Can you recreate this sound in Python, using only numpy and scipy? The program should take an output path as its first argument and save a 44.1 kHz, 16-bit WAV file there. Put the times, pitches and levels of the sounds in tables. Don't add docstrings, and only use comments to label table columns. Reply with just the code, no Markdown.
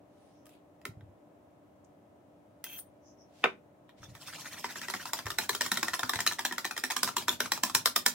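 import sys
import numpy as np
from scipy import signal
from scipy.fft import rfft, irfft
from scipy.io import wavfile
from scipy.ndimage import uniform_filter1d

SR = 44100
rng = np.random.default_rng(int(sys.argv[2]) if len(sys.argv) > 2 else 0)


def generate_wav(sig):
    pcm = np.round(np.clip(np.atleast_2d(sig).T, -1, 1) * 32767).astype(np.int16)
    wavfile.write(sys.argv[1], SR, pcm)


N = 358974

# start in seconds, level in dB,
# hardness in dB, pitch of the struck spot in Hz, pitch of the wire in Hz.
WHISK_STRIKES = [(4.644, -32.5, -10, 2030, 3400), (4.758, -38, -10, 1800, 3200),
                 (4.816, -41.5, -2, 1790, 3120), (4.8843, -35.5, -5, 1940, 3230),
                 (4.9009, -38, 1.5, 1480, 4400), (4.9389, -32, -7, 2150, 3430),
                 (4.9494, -42, -1, 1220, 3400), (5.056, -40.5, 0, 1260, 2440),
                 (5.1342, -32.5, 3.5, 920, 7100), (5.19, -38.5, -1, 1710, 3300),
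                 (5.258, -45, 1, 1790, 3600), (5.267, -34.5, -5, 1790, 3640),
                 (5.3042, -35.5, 0.5, 1220, 3520), (5.3866, -27.5, 1.5, 1900, 3810),
                 (5.494, -28.5, 2, 1110, 4000), (5.5501, -35.5, 3, 1300, 3450), (5.61, -26, -3, 1810, 5350),
                 (5.6632, -37, 3, 1150, 3530), (5.7178, -26.5, 1.5, 1800, 3900),
                 (5.773, -30.5, 0.5, 1450, 3750), (5.8303, -27, -1, 1020, 5280),
                 (5.8833, -31, -4.5, 1870, 7200), (5.9351, -31.5, -6, 1500, 4130),
                 (5.9396, -33.5, 0.5, 1940, 4170), (5.9939, -33.5, 0.5, 1020, 3540),
                 (6.0326, -29.5, -6, 1450, 3050), (6.095, -30.5, 2, 1160, 5560),
                 (6.1357, -30.5, -5, 1960, 3170), (6.1578, -35.5, 0.5, 2000, 4000),
                 (6.1905, -31.5, -9, 1850, 3200), (6.2051, -33, 3, 1910, 3490),
                 (6.2657, -27.5, 1.5, 1730, 3810), (6.313, -36, -12, 1820, 3290),
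                 (6.3228, -40, 3, 1270, 5710), (6.387, -39.5, -7, 1850, 5280), (6.3925, -32, -2, 890, 5100),
                 (6.4518, -30, 1.5, 1820, 5750), (6.512, -35.5, -17, 1900, 3030),
                 (6.5249, -36, -1, 1770, 5230), (6.5821, -32.5, -1, 1930, 3480),
                 (6.6466, -33, -6, 1780, 3950), (6.652, -34, 1, 1790, 4040),
                 (6.711, -34.5, -3.5, 1420, 5800), (6.7661, -40, -2, 1900, 3300),
                 (6.778, -35.5, 2, 1820, 5230), (6.839, -30, -0.5, 1770, 5645),
                 (6.9028, -35.5, -2, 1870, 5340), (6.908, -31.5, -1.5, 1740, 5450),
                 (6.9201, -40, 0, 1800, 4070), (6.966, -31.5, 3, 1235, 5680),
                 (7.0323, -27, 4.5, 1490, 5010), (7.076, -34, -2, 1620, 2560),
                 (7.0895, -37, -3.5, 1390, 2600), (7.1673, -28.5, 1, 970, 7400),
                 (7.283, -26, -1.5, 1000, 3790), (7.4047, -27, 0, 1574, 5530),
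                 (7.4592, -37.5, -3, 1250, 2540), (7.5199, -27, 2.5, 1860, 3910),
                 (7.5765, -41.5, -1.5, 1280, 2580), (7.6358, -27, 4, 1010, 7400),
                 (7.698, -39.5, 0.5, 1275, 2650), (7.75, -24.5, 5.5, 1010, 5660),
                 (7.8587, -25, 5.5, 1323, 5100), (7.9621, -26.5, 5.5, 1260, 3530),
                 (8.063, -25, 6, 1820, 5240)]
WHISK_FALL = [(3.4412, -20.5, 4, 1100, 2427), (3.4579, -28, -14, 1430, 2490)]
LIGHT_TAPS = [(0.457, -70, 13.5, 1200, 3120), (0.467, -64.5, 9.5, 1250, 3150), (0.493, -69, 11, 1010, 3100),
              (0.8155, -65, 2, 1900, 2320), (0.8539, -37.5, 2, 1330, 2260), (1.009, -60.5, -7, 1540, 3620),
              (2.6418, -46.5, 6, 2020, 3080), (2.6663, -53.5, -10, 1550, 2640),
              (2.788, -62, -4, 1800, 3200), (3.8929, -56.5, -3.5, 970, 3630),
              (4.031, -49.5, -11, 1320, 3460), (4.152, -49.5, 2.5, 1300, 3600)]
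# fading time in seconds, share of the hardness it gains, delay in seconds.
BLOW_PARTS = [(0.0023, 0, 0.002), (0.0015, 0, 0.00076), (0.00027, 0.52, 0.00023), (0.0027, 0.92, 0),
              (0.001, 1.36, 0.00018)]
PART_EDGES_HZ = [150, 800, 2200, 3500, 8000, 16000]
STRIKE_PARTS_DB = [-15.5, -1, -11.5, -3.5, -8.5]
FALL_PARTS_DB = [-11, -1.5, -4, -22.5, -39]
TAP_PARTS_DB = [-18.5, -1.5, -9, -11, -12.5]
# pitch in Hz, width in Hz, level in dB.
WIRE_RESONANCES = [(1000, 240, -0.5), (1860, 140, 2), (2606, 180, 1.5), (3190, 260, -2), (3870, 330, -1),
                   (5280, 280, -1), (5620, 360, 2), (7154, 210, 1.5)]
# pitch in Hz, level in dB when hit on the wet wall,
# level in dB when hit on the dry rim, ring time in seconds.
BOWL_TONES = [(249.6, 9, -19.5, 0.13), (354, 1.5, -20, 0.06), (388.4, -0.5, -3, 0.13),
              (477, -10.5, 0.5, 0.08), (534, -15, -5.5, 0.09), (613, -20, -9, 0.1), (699, -6, -6, 0.029),
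              (749, -9, -13, 0.11), (894.5, -6, -13.5, 0.066), (1054, -9.5, -7.5, 0.034),
              (1150, -14.5, -7, 0.11), (1198, -4.5, -10, 0.074), (1370, -4.5, -13, 0.057),
              (1445, -20, 1, 0.06), (1535, -11.5, 0.5, 0.1), (1773, -7, -14, 0.045),
              (2426, -0.5, -12, 0.091), (3250, 1, -22, 0.045), (4093, 2, -28.5, 0.04),
              (4850, 0.5, -40.5, 0.071), (5250, -13, -40, 0.067), (7150, -11.5, -47, 0.069)]
# time in seconds, level in dB.
STIR_LEVELS = [(4.04, -58), (4.1, -63), (4.16, -59.5), (4.22, -51.5), (4.28, -46), (4.58, -45.5),
               (4.95, -46.5), (5.1, -44.5)]
# time in seconds, level of the swish against a firm strike in dB.
DIG_DEPTH = [(4.6, -35), (5.15, -9), (5.55, -15.5), (6.0, -20.5), (6.35, -19), (6.85, -24.5), (7.15, -14.5),
             (7.65, -20), (7.8, -29)]
# frequency in Hz, level in dB.
SWISH_SPECTRUM = [(45, -29), (88, -28), (150, -5.5), (297, -34), (321, -4), (361, -23), (457, -12.5),
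                  (888, -2), (1120, -3), (1530, -14.5), (2550, -7.5), (4580, -7), (5460, -5), (16000, -18)]
# time in seconds, level in dB, pitch in Hz.
AIR_GULPS = [(4.286, -50, 1510), (4.336, -43, 1710), (4.388, -50, 1060), (4.41, -58, 2300),
             (4.462, -41.5, 1600), (4.524, -48, 1920), (4.578, -49, 1900), (4.701, -40, 1850),
             (4.835, -41, 1920), (5.005, -40.5, 1650), (5.425, -45, 2750), (5.76, -45, 3100),
             (7.058, -51, 2900)]
# time in seconds, level in dB, pitch in Hz.
SOFT_THUDS = [(0.863, -42, 375), (0.873, -47, 255), (0.892, -42, 119.5), (0.97, -44, 103),
              (1.032, -46.5, 100), (3.448, -44.5, 171), (4.007, -45.5, 102), (4.09, -42, 109),
              (5.258, -38.5, 91.5), (6.039, -43.5, 112), (6.161, -42, 104), (7.759, -42, 138)]
# time in seconds, level in dB.
SCRAPE_LEVELS = [(2.64, -45), (2.68, -68), (2.705, -56), (2.745, -57), (2.765, -54), (2.789, -49),
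                 (2.806, -66), (2.82, -75)]
# frequency in Hz, level in dB.
SCRAPE_SPECTRUM = [(700, -24), (1500, 2), (2900, -19), (4000, -22), (7500, -11), (11000, 2), (14000, 5),
                   (15500, 13), (16500, -20)]
# time in seconds, level in dB.
DISH_CLINKS = [(2.642, -26), (2.7815, -48), (2.791, -36)]
# pitch and width in Hz, level in dB, start and end in seconds.
DISH_TONES = [(2660, 150, -58, 2.642, 2.77), (3180, 52, -53.5, 2.638, 2.776), (4290, 41, -75, 2.68, 2.8),
              (6060, 60, -61, 2.638, 2.785), (9290, 89, -47, 2.78, 2.803), (9560, 90, -67, 2.641, 2.76),
              (11600, 64, -64, 2.69, 2.795), (12900, 65, -57, 2.695, 2.805), (14400, 70, -59, 2.72, 2.8),
              (15100, 90, -50, 2.641, 2.652)]
# time in seconds, level in dB, fading time in seconds,
# pitch in Hz, width as a frequency ratio.
FAINT_RUBS = [(.21, -81.5, 0.099, 9300, 1.1), (.22, -76.5, 0.13, 3260, 1.8), (0.382, -81, 0.08, 5700, 1.1),
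              (0.536, -70.5, 0.049, 2850, 1.4), (0.53, -74.5, 0.036, 9250, 1.34),
              (1.848, -68, 0.0047, 6640, 1.28), (3.085, -67, 0.043, 5800, 1.12),
              (3.216, -66, 0.033, 5640, 1.07), (3.416, -65.5, 0.09, 3105, 2.1),
              (3.902, -68.5, 0.015, 3270, 1.2), (3.99, -64.5, 0.016, 2800, 2),
              (4.051, -57, 0.022, 3500, 0.94), (4.04, -52.5, 0.0074, 5800, 1.15)]
# frequency in Hz, ring time in seconds.
ECHO_TIMES = [(150, 0.45), (400, 0.073), (1000, 0.19), (2800, 0.18), (7000, 0.17), (15000, 0.12)]
# frequency in Hz, level in dB.
ECHO_LEVELS = [(150, 1), (400, 2), (1200, -8.5), (3000, -6), (7000, -5), (15000, 1)]
# frequency in Hz, level in dB.
HUM_TONES = [(97.8, -86), (195.6, -82.5), (296.9, -68.5), (489.3, -77.5), (590.3, -74), (979.4, -84),
             (1076.7, -84.5), (1273.3, -87.5)]
AIR_SPECTRUM = [(15, -81), (25, -42), (84, -8.5), (200, -8), (217, -9.5), (301, -6.5), (326, -8.5),
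                (427, -11.5), (476, -16), (591, -5), (1130, -22.5), (3430, -37), (4490, -42), (6380, -41.5),
                (16000, -46.5)]
# frequency in Hz, likeness from 0 (unrelated) to 1 (the same).
CLOSE_LIKENESS = [(200, 1), (1400, 0.84), (2200, 0.83), (3200, 1), (5000, 0.076), (9000, 0.09),
                  (14000, 0.81)]
ECHO_LIKENESS = [(100, 0.94), (400, 0.58), (900, 0.069), (1800, 0), (3500, 0), (10000, 0.21), (14000, 0.37)]
# frequency in Hz, lead in radians.
LEFT_LEAD = [(200, 0.26), (1600, -0.16), (2600, -0.8), (5000, -1.78), (8000, -0.031), (10500, -2.27),
             (13000, -1.1)]


def blows(rows, parts_db, ring_db, ping_db, drag_db, bass_cut_hz, spot_db, spot_s, lift_db=1.0):
    contact_s, rise_s, drag_s, ping_s = 0.00018, 0.00063, 0.0035, 0.0017
    next_wire_s, next_wire_db = 0.00062, -9.5
    far_wall_s, far_wall_db, far_wall_hz = 0.014, -13.5, 1800
    out, lead, tones = np.zeros((2, N)), 1024, bowl_tones()
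    t = (np.arange(3072) - lead) / SR
    freqs, age, attack = bins(t), np.maximum(t + .0006, 0), abs(t - .0015) < .004
    lows, highs = np.array(PART_EDGES_HZ[:-1]), np.array(PART_EDGES_HZ[1:])
    bass_cut = band(freqs, bass_cut_hz, SR, order=2)
    gains = [bass_cut * band(freqs, low, high, order=10) for low, high in zip(lows, highs)]
    wires = 1 + sum(amp(db + lift_db) * resonance(freqs, hz, width) for hz, width, db in WIRE_RESONANCES)
    fades_s, hard_shares, lags_s = np.transpose(BLOW_PARTS)
    for s, db, hardness_db, spot_hz, wire_hz in rows:
        levels_db = db + np.array(parts_db) + hardness_db * hard_shares
        smooth, ragged = rng.standard_normal((2, 2, len(t)))
        chatter = near(smooth + amp(-1.5) * unit_level(ragged ** 3))
        spot = np.sin(2 * np.pi * spot_hz * age) * np.exp(-age / spot_s) * rng.choice([-1, 1])
        ping = np.sin(2 * np.pi * wire_hz * age - ear_lag(wire_hz)) * np.exp(-age / ping_s) * (age > 0)
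        db_per_hz = levels_db - 10 * np.log10(highs - lows)
        slope = amp(look_up(np.transpose([np.sqrt(lows * highs), db_per_hz]), freqs) / 2)
        gap_s = np.round(next_wire_s * wire_hz) / wire_hz
        hollow = 1 + amp(next_wire_db) * np.exp(-2j * np.pi * freqs * gap_s)
        blow = 0
        for level_db, gain, low, high, fade_s, lag_s in zip(
                levels_db, gains, lows, highs, fades_s, lags_s):
            since = t - lag_s
            hit = 1 / (np.exp(-(since + contact_s) / rise_s) + np.exp((since - contact_s) / fade_s))
            drag = amp(drag_db) * np.exp(-abs(since) / drag_s)
            burst = unit_level(colour(chatter * (hit + drag), gain * slope * wires * hollow))
            for tone, hz, tone_db in (spot, spot_hz, spot_db), (ping, wire_hz, ping_db):
                if low < hz <= high:
                    burst = burst + amp(tone_db) * unit_level(colour(tone, gain))
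            blow = blow + amp(level_db) * burst / np.sqrt(np.mean(burst[:, attack] ** 2))
        weights = amp(ring_db + 1.5 * rng.standard_normal(len(tones))) * rng.choice([-1, 1], len(tones))
        ringing = signal.fftconvolve(blow, np.tensordot(weights, tones, 1), axes=1)
        far_wall_echo = amp(far_wall_db) * colour(blow, band(freqs, 0, far_wall_hz, order=2))
        start = s - lead / SR
        add(out, start, blow)
        add(out, start + far_wall_s * rng.uniform(.85, 1.15), far_wall_echo)
        add(out, start, ringing)
    return out


def bowl_tones():
    t, tones = np.arange(SR // 4) / SR, []
    for hz, db, _, ring_s in BOWL_TONES:
        decay = np.log(1000) / ring_s
        wave = np.sin(2 * np.pi * hz * t - ear_lag(hz))
        tones.append(amp(db) * 2 * decay / SR * np.exp(-decay * t) * wave)
    return np.array(tones)


def wire_passes(stir_every_s=0.0612, lag_s=0.044, firm_db=-27.5, growth=0.88):
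    stir_times = np.arange(STIR_LEVELS[0][0], STIR_LEVELS[-1][0], stir_every_s)
    passes = [(s, np.interp(s, *np.transpose(STIR_LEVELS))) for s in stir_times]
    for s, db, *_ in WHISK_STRIKES:
        force_db = growth * (db - firm_db)
        passes.append((s + lag_s, db + force_db + np.interp(s, *np.transpose(DIG_DEPTH))))
    return passes


def swishes(rise_s=0.016, fall_s=0.017, boom_hz=248, fizz_hz=(2800, 9000), rock_hz=(85, 175)):
    t, power = np.arange(N) / SR, np.zeros(N)
    freqs = bins(t)
    for s, db in wire_passes():
        span = slice(int((s - .1) * SR), int((s + .1) * SR))
        since = t[span] - s
        power[span] += amp(db) ** 2 * np.exp(-(since / np.where(since < 0, rise_s, fall_s)) ** 2)
    froth = cavities(near(rng.standard_normal((2, N)) + grains(2200, 3.5)), depth_db=4.2)
    hiss = np.sqrt(power) * unit_level(colour(froth, amp(look_up(SWISH_SPECTRUM, freqs))))
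    foam = unit_level(colour(near(grains(6000, 2.7)), band(freqs, *fizz_hz, order=2)))
    fizz = np.sqrt(abs(uniform_filter1d(power, size=2400))) * foam
    push = np.sqrt(power) * np.interp(t, [4.4, 5.4], [.4, 1]) * rng.standard_normal(N)
    boom = unit_level(colour(push, resonance(freqs, boom_hz, width_hz=20)))
    rock = unit_level(colour(push, band(freqs, *rock_hz, order=6)))
    bowl = (boom + rock) * np.sqrt(power.mean())
    return hiss + amp(-13) * fizz + amp(1.5) * squelches(power) + amp(-15) * bowl


def cavities(x, depth_db, frames=7):
    spectrum = signal.stft(x, nperseg=256)[2]
    across_pitch = uniform_filter1d(rng.standard_normal(spectrum.shape[1:]), 3, axis=0)
    patches = unit_level(uniform_filter1d(across_pitch, frames, axis=1))
    return unit_level(signal.istft(spectrum * amp(depth_db * patches), nperseg=256)[1][:, :N])


def squelches(power, per_s=260, low_hz=1250, high_hz=4400, cycles=6.5, glide=0.065, spread_db=3.0):
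    out, t = np.zeros((2, N)), np.arange(SR // 25) / SR
    for when, pitch, size, side in rng.random((int(per_s * N / SR), 4)):
        hz = low_hz * (high_hz / low_hz) ** pitch
        age = hz * t / cycles
        rise = 1 + glide * (1 - np.exp(-age / 2))
        pocket = np.sin(2 * np.pi * hz * t * rise) * np.exp(-age) * (1 - np.exp(-6 * age))
        gain = np.sqrt(power[int(when * N)]) * amp(spread_db * min(-np.log(1 - size), 2.5))
        add(out, when * N / SR, gain * pocket * np.sqrt([[.5 + side], [1.5 - side]]))
    return out


def gulps(level_db=-4.0, fade_s=0.012, width_octaves=0.3, per_s=900):
    out, t = np.zeros((2, N)), np.arange(SR // 8) / SR - 1 / 16
    for s, db, hz in AIR_GULPS:
        pops = rng.standard_normal((2, len(t))) * (rng.random((2, len(t))) < per_s / SR)
        pocket = np.exp(-(np.log2((bins(t) + 1) / hz) / width_octaves) ** 2 / 2)
        crackle = unit_level(colour(near(pops), pocket))
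        add(out, s + t[0], amp(level_db + db) * crackle * np.exp(-(t / fade_s) ** 2))
    return out


def splatter(level_db=-9.5, swell_s=0.0086, hard_share=0.59, spray_hz=(2600, 6000)):
    t, level = np.arange(SR // 8) / SR, np.zeros((2, N))
    for s, db, hardness_db, *_ in WHISK_STRIKES:
        add(level, s, amp(db + hard_share * hardness_db) * swell(t, swell_s))
    drops = cavities(near(grains(per_s=1400, spread_db=6.6)), depth_db=7.5, frames=4)
    return amp(level_db) * level * unit_level(colour(drops, band(bins(drops), *spray_hz, order=2)))


def rim_ring(level_db=-3.0, swell_s=0.0048):
    out, t = np.zeros((2, N)), np.arange(SR // 4) / SR
    s, blow_db = WHISK_FALL[0][:2]
    for hz, _, db, ring_s in BOWL_TONES:
        phase = 2 * np.pi * rng.random() - ear_lag(hz)
        fade = np.exp(-np.log(1000) * t / ring_s) * (1 - np.exp(-t / swell_s))
        add(out, s, amp(blow_db + level_db + db) * fade * np.sin(2 * np.pi * hz * t + phase))
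    return out


def dish_scrape(clink_s=0.00036, clink_low_hz=2800):
    t = np.arange(N) / SR
    slips = unit_level(near(grains(per_s=5000, spread_db=1.5)))
    slide = amp(np.interp(t, *np.transpose(SCRAPE_LEVELS), left=-200, right=-200))
    hiss = slide * unit_level(colour(slips, amp(look_up(SCRAPE_SPECTRUM, bins(t)))))
    knocks = sum(amp(db) * np.exp(-abs(t - s) / clink_s) for s, db in DISH_CLINKS)
    clinks = colour(knocks * near(rng.standard_normal((2, N))), band(bins(t), clink_low_hz, SR, order=2))
    rings = 0
    for hz, width, db, start, end in DISH_TONES:
        pressed = np.clip(np.minimum(t - start, end - t) / .002, 0, 1)
        kept = np.exp(-np.pi * width / SR)
        feedback = kept * np.exp(2j * np.pi * hz / SR)
        ring = signal.lfilter([1 - kept], [1, -feedback], slips * pressed + 1e-18)
        rings = rings + amp(db) * np.sqrt(SR / np.pi / width) * 2 * ring.real
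    return hiss + clinks + rings


def thuds(swell_s=0.0042, sag=0.03, sag_s=0.059):
    out, t = np.zeros((2, N)), np.arange(SR // 5) / SR
    for s, db, hz in SOFT_THUDS:
        pitch_hz = hz * (1 + sag * (2 * np.exp(-t / sag_s) - 1))
        cycles = np.cumsum(pitch_hz) / SR + rng.random()
        add(out, s - .005, amp(db) * swell(t, swell_s) * np.sin(2 * np.pi * cycles))
    return out


def rubs():
    out, t = np.zeros((2, N)), np.arange(SR // 2) / SR - 1 / 4
    for s, db, fade_s, hz, ratio in FAINT_RUBS:
        gain = np.exp(-(np.log((bins(t) + 1) / hz) / max(np.log(ratio), .03)) ** 2 / 2)
        hiss = unit_level(colour(rng.standard_normal((2, len(t))) ** 3, gain))
        add(out, s + t[0], amp(db) * hiss * np.exp(-(t / fade_s) ** 2))
    return out


def kitchen_echo(x, gap_s=0.0016, count=3):
    out, t = np.zeros((2, N)), np.arange(N) / SR
    for k in range(count):
        noise = stereo(rng.standard_normal((2, SR // 2)), ECHO_LIKENESS)
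        hz, age, spectrum = signal.stft(noise, SR, nperseg=256)
        decay = np.log(1000) / look_up(ECHO_TIMES, hz)[:, None]
        gain = amp(look_up(ECHO_LEVELS, hz))[:, None] * np.sqrt(2 * decay / SR)
        tail = signal.istft(spectrum * gain * np.exp(-decay * age), SR, nperseg=256)[1]
        tail *= np.clip(np.arange(tail.shape[1]) / SR / gap_s - .5, 0, 1)
        share = np.sqrt(2 / count) * np.cos(np.pi * (2.3 * t + k / count))
        out += signal.oaconvolve(x * share, tail, axes=1)[:, :N]
    return out


def appliance(air_db=-60.5, lean_db=0.54):
    t = np.arange(N) / SR
    noise = stereo(rng.standard_normal((2, N)), ECHO_LIKENESS)
    air = unit_level(colour(noise, amp(look_up(AIR_SPECTRUM, bins(t)))))
    hum, drift_times = 0, np.linspace(0, t[-1], 30)
    for hz, db in HUM_TONES:
        drift = np.interp(t, drift_times, rng.normal(0, 1.0, len(drift_times)))
        hum = hum + amp(db) * np.sqrt(2) * np.sin(2 * np.pi * hz * t + drift)
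    return (amp(air_db) * air + hum) * amp([[lean_db], [-lean_db]])


def amp(db):
    return 10 ** (np.asarray(db) / 20)


def unit_level(x):
    return x / np.sqrt(np.mean(x ** 2) + 1e-20)


def swell(t, peak_s):
    return t / peak_s * np.exp(1 - t / peak_s)


def look_up(table, hz):
    freqs, values = np.transpose(table)
    return np.interp(np.log(hz + 1), np.log(freqs + 1), values)


def add(mix, s, sound):
    part = mix[:, max(round(s * SR), 0):][:, :sound.shape[-1]]
    part += sound[..., :part.shape[-1]]


def bins(x):
    return np.fft.rfftfreq(x.shape[-1], 1 / SR)


def colour(x, gain):
    return irfft(rfft(x) * gain, x.shape[-1])


def band(hz, low, high, order=4):
    return ((1 + (low / (hz + 1)) ** (2 * order)) * (1 + (hz / high) ** (2 * order))) ** -.5


def resonance(hz, centre_hz, width_hz):
    return 1 / (1 + 2j * (hz - centre_hz) / width_hz)


def grains(per_s, spread_db):
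    size = amp(spread_db * np.minimum(rng.exponential(1, (2, N)), 4))
    return unit_level(size * rng.standard_normal((2, N)) * (rng.random((2, N)) < per_s / SR))


def stereo(x, likeness):
    same = np.clip(look_up(likeness, bins(x)), -1, 1)
    return np.array([x[0], colour(x[0], same) + colour(x[1], np.sqrt(1 - same ** 2))])


def near(x):
    left, right = stereo(x, CLOSE_LIKENESS)
    return np.array([left, colour(right, np.exp(-1j * look_up(LEFT_LEAD, bins(x))))])


def ear_lag(hz):
    return np.array([[0], [look_up(LEFT_LEAD, hz)]])


def scene():
    beating = blows(WHISK_STRIKES, STRIKE_PARTS_DB, ring_db=6.0, ping_db=-4.5, drag_db=-20,
                    bass_cut_hz=310, spot_db=-1.0, spot_s=0.0027)
    falling = blows(WHISK_FALL, FALL_PARTS_DB, ring_db=-11.0, ping_db=2.5, drag_db=-26,
                    bass_cut_hz=501, spot_db=-5.5, spot_s=0.0016, lift_db=-13.0)
    tapping = blows(LIGHT_TAPS, TAP_PARTS_DB, ring_db=3.5, ping_db=-10.0, drag_db=-35,
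                    bass_cut_hz=278, spot_db=2.0, spot_s=0.0051)
    knocks = beating + falling + tapping + rim_ring()
    batter = swishes() + gulps() + splatter()
    close = knocks + batter + dish_scrape() + thuds() + rubs()
    return close + kitchen_echo(close) + appliance()


def record(dry, rumble_hz=54, top_hz=16100):
    dry = signal.sosfilt(signal.butter(3, rumble_hz, "high", fs=SR, output="sos"), dry)
    treble_cut = signal.firwin(255, top_hz, window=("kaiser", 8), fs=SR)
    return signal.oaconvolve(dry, treble_cut[None], "same", axes=1)


dry = scene()
out = record(dry)
generate_wav(out)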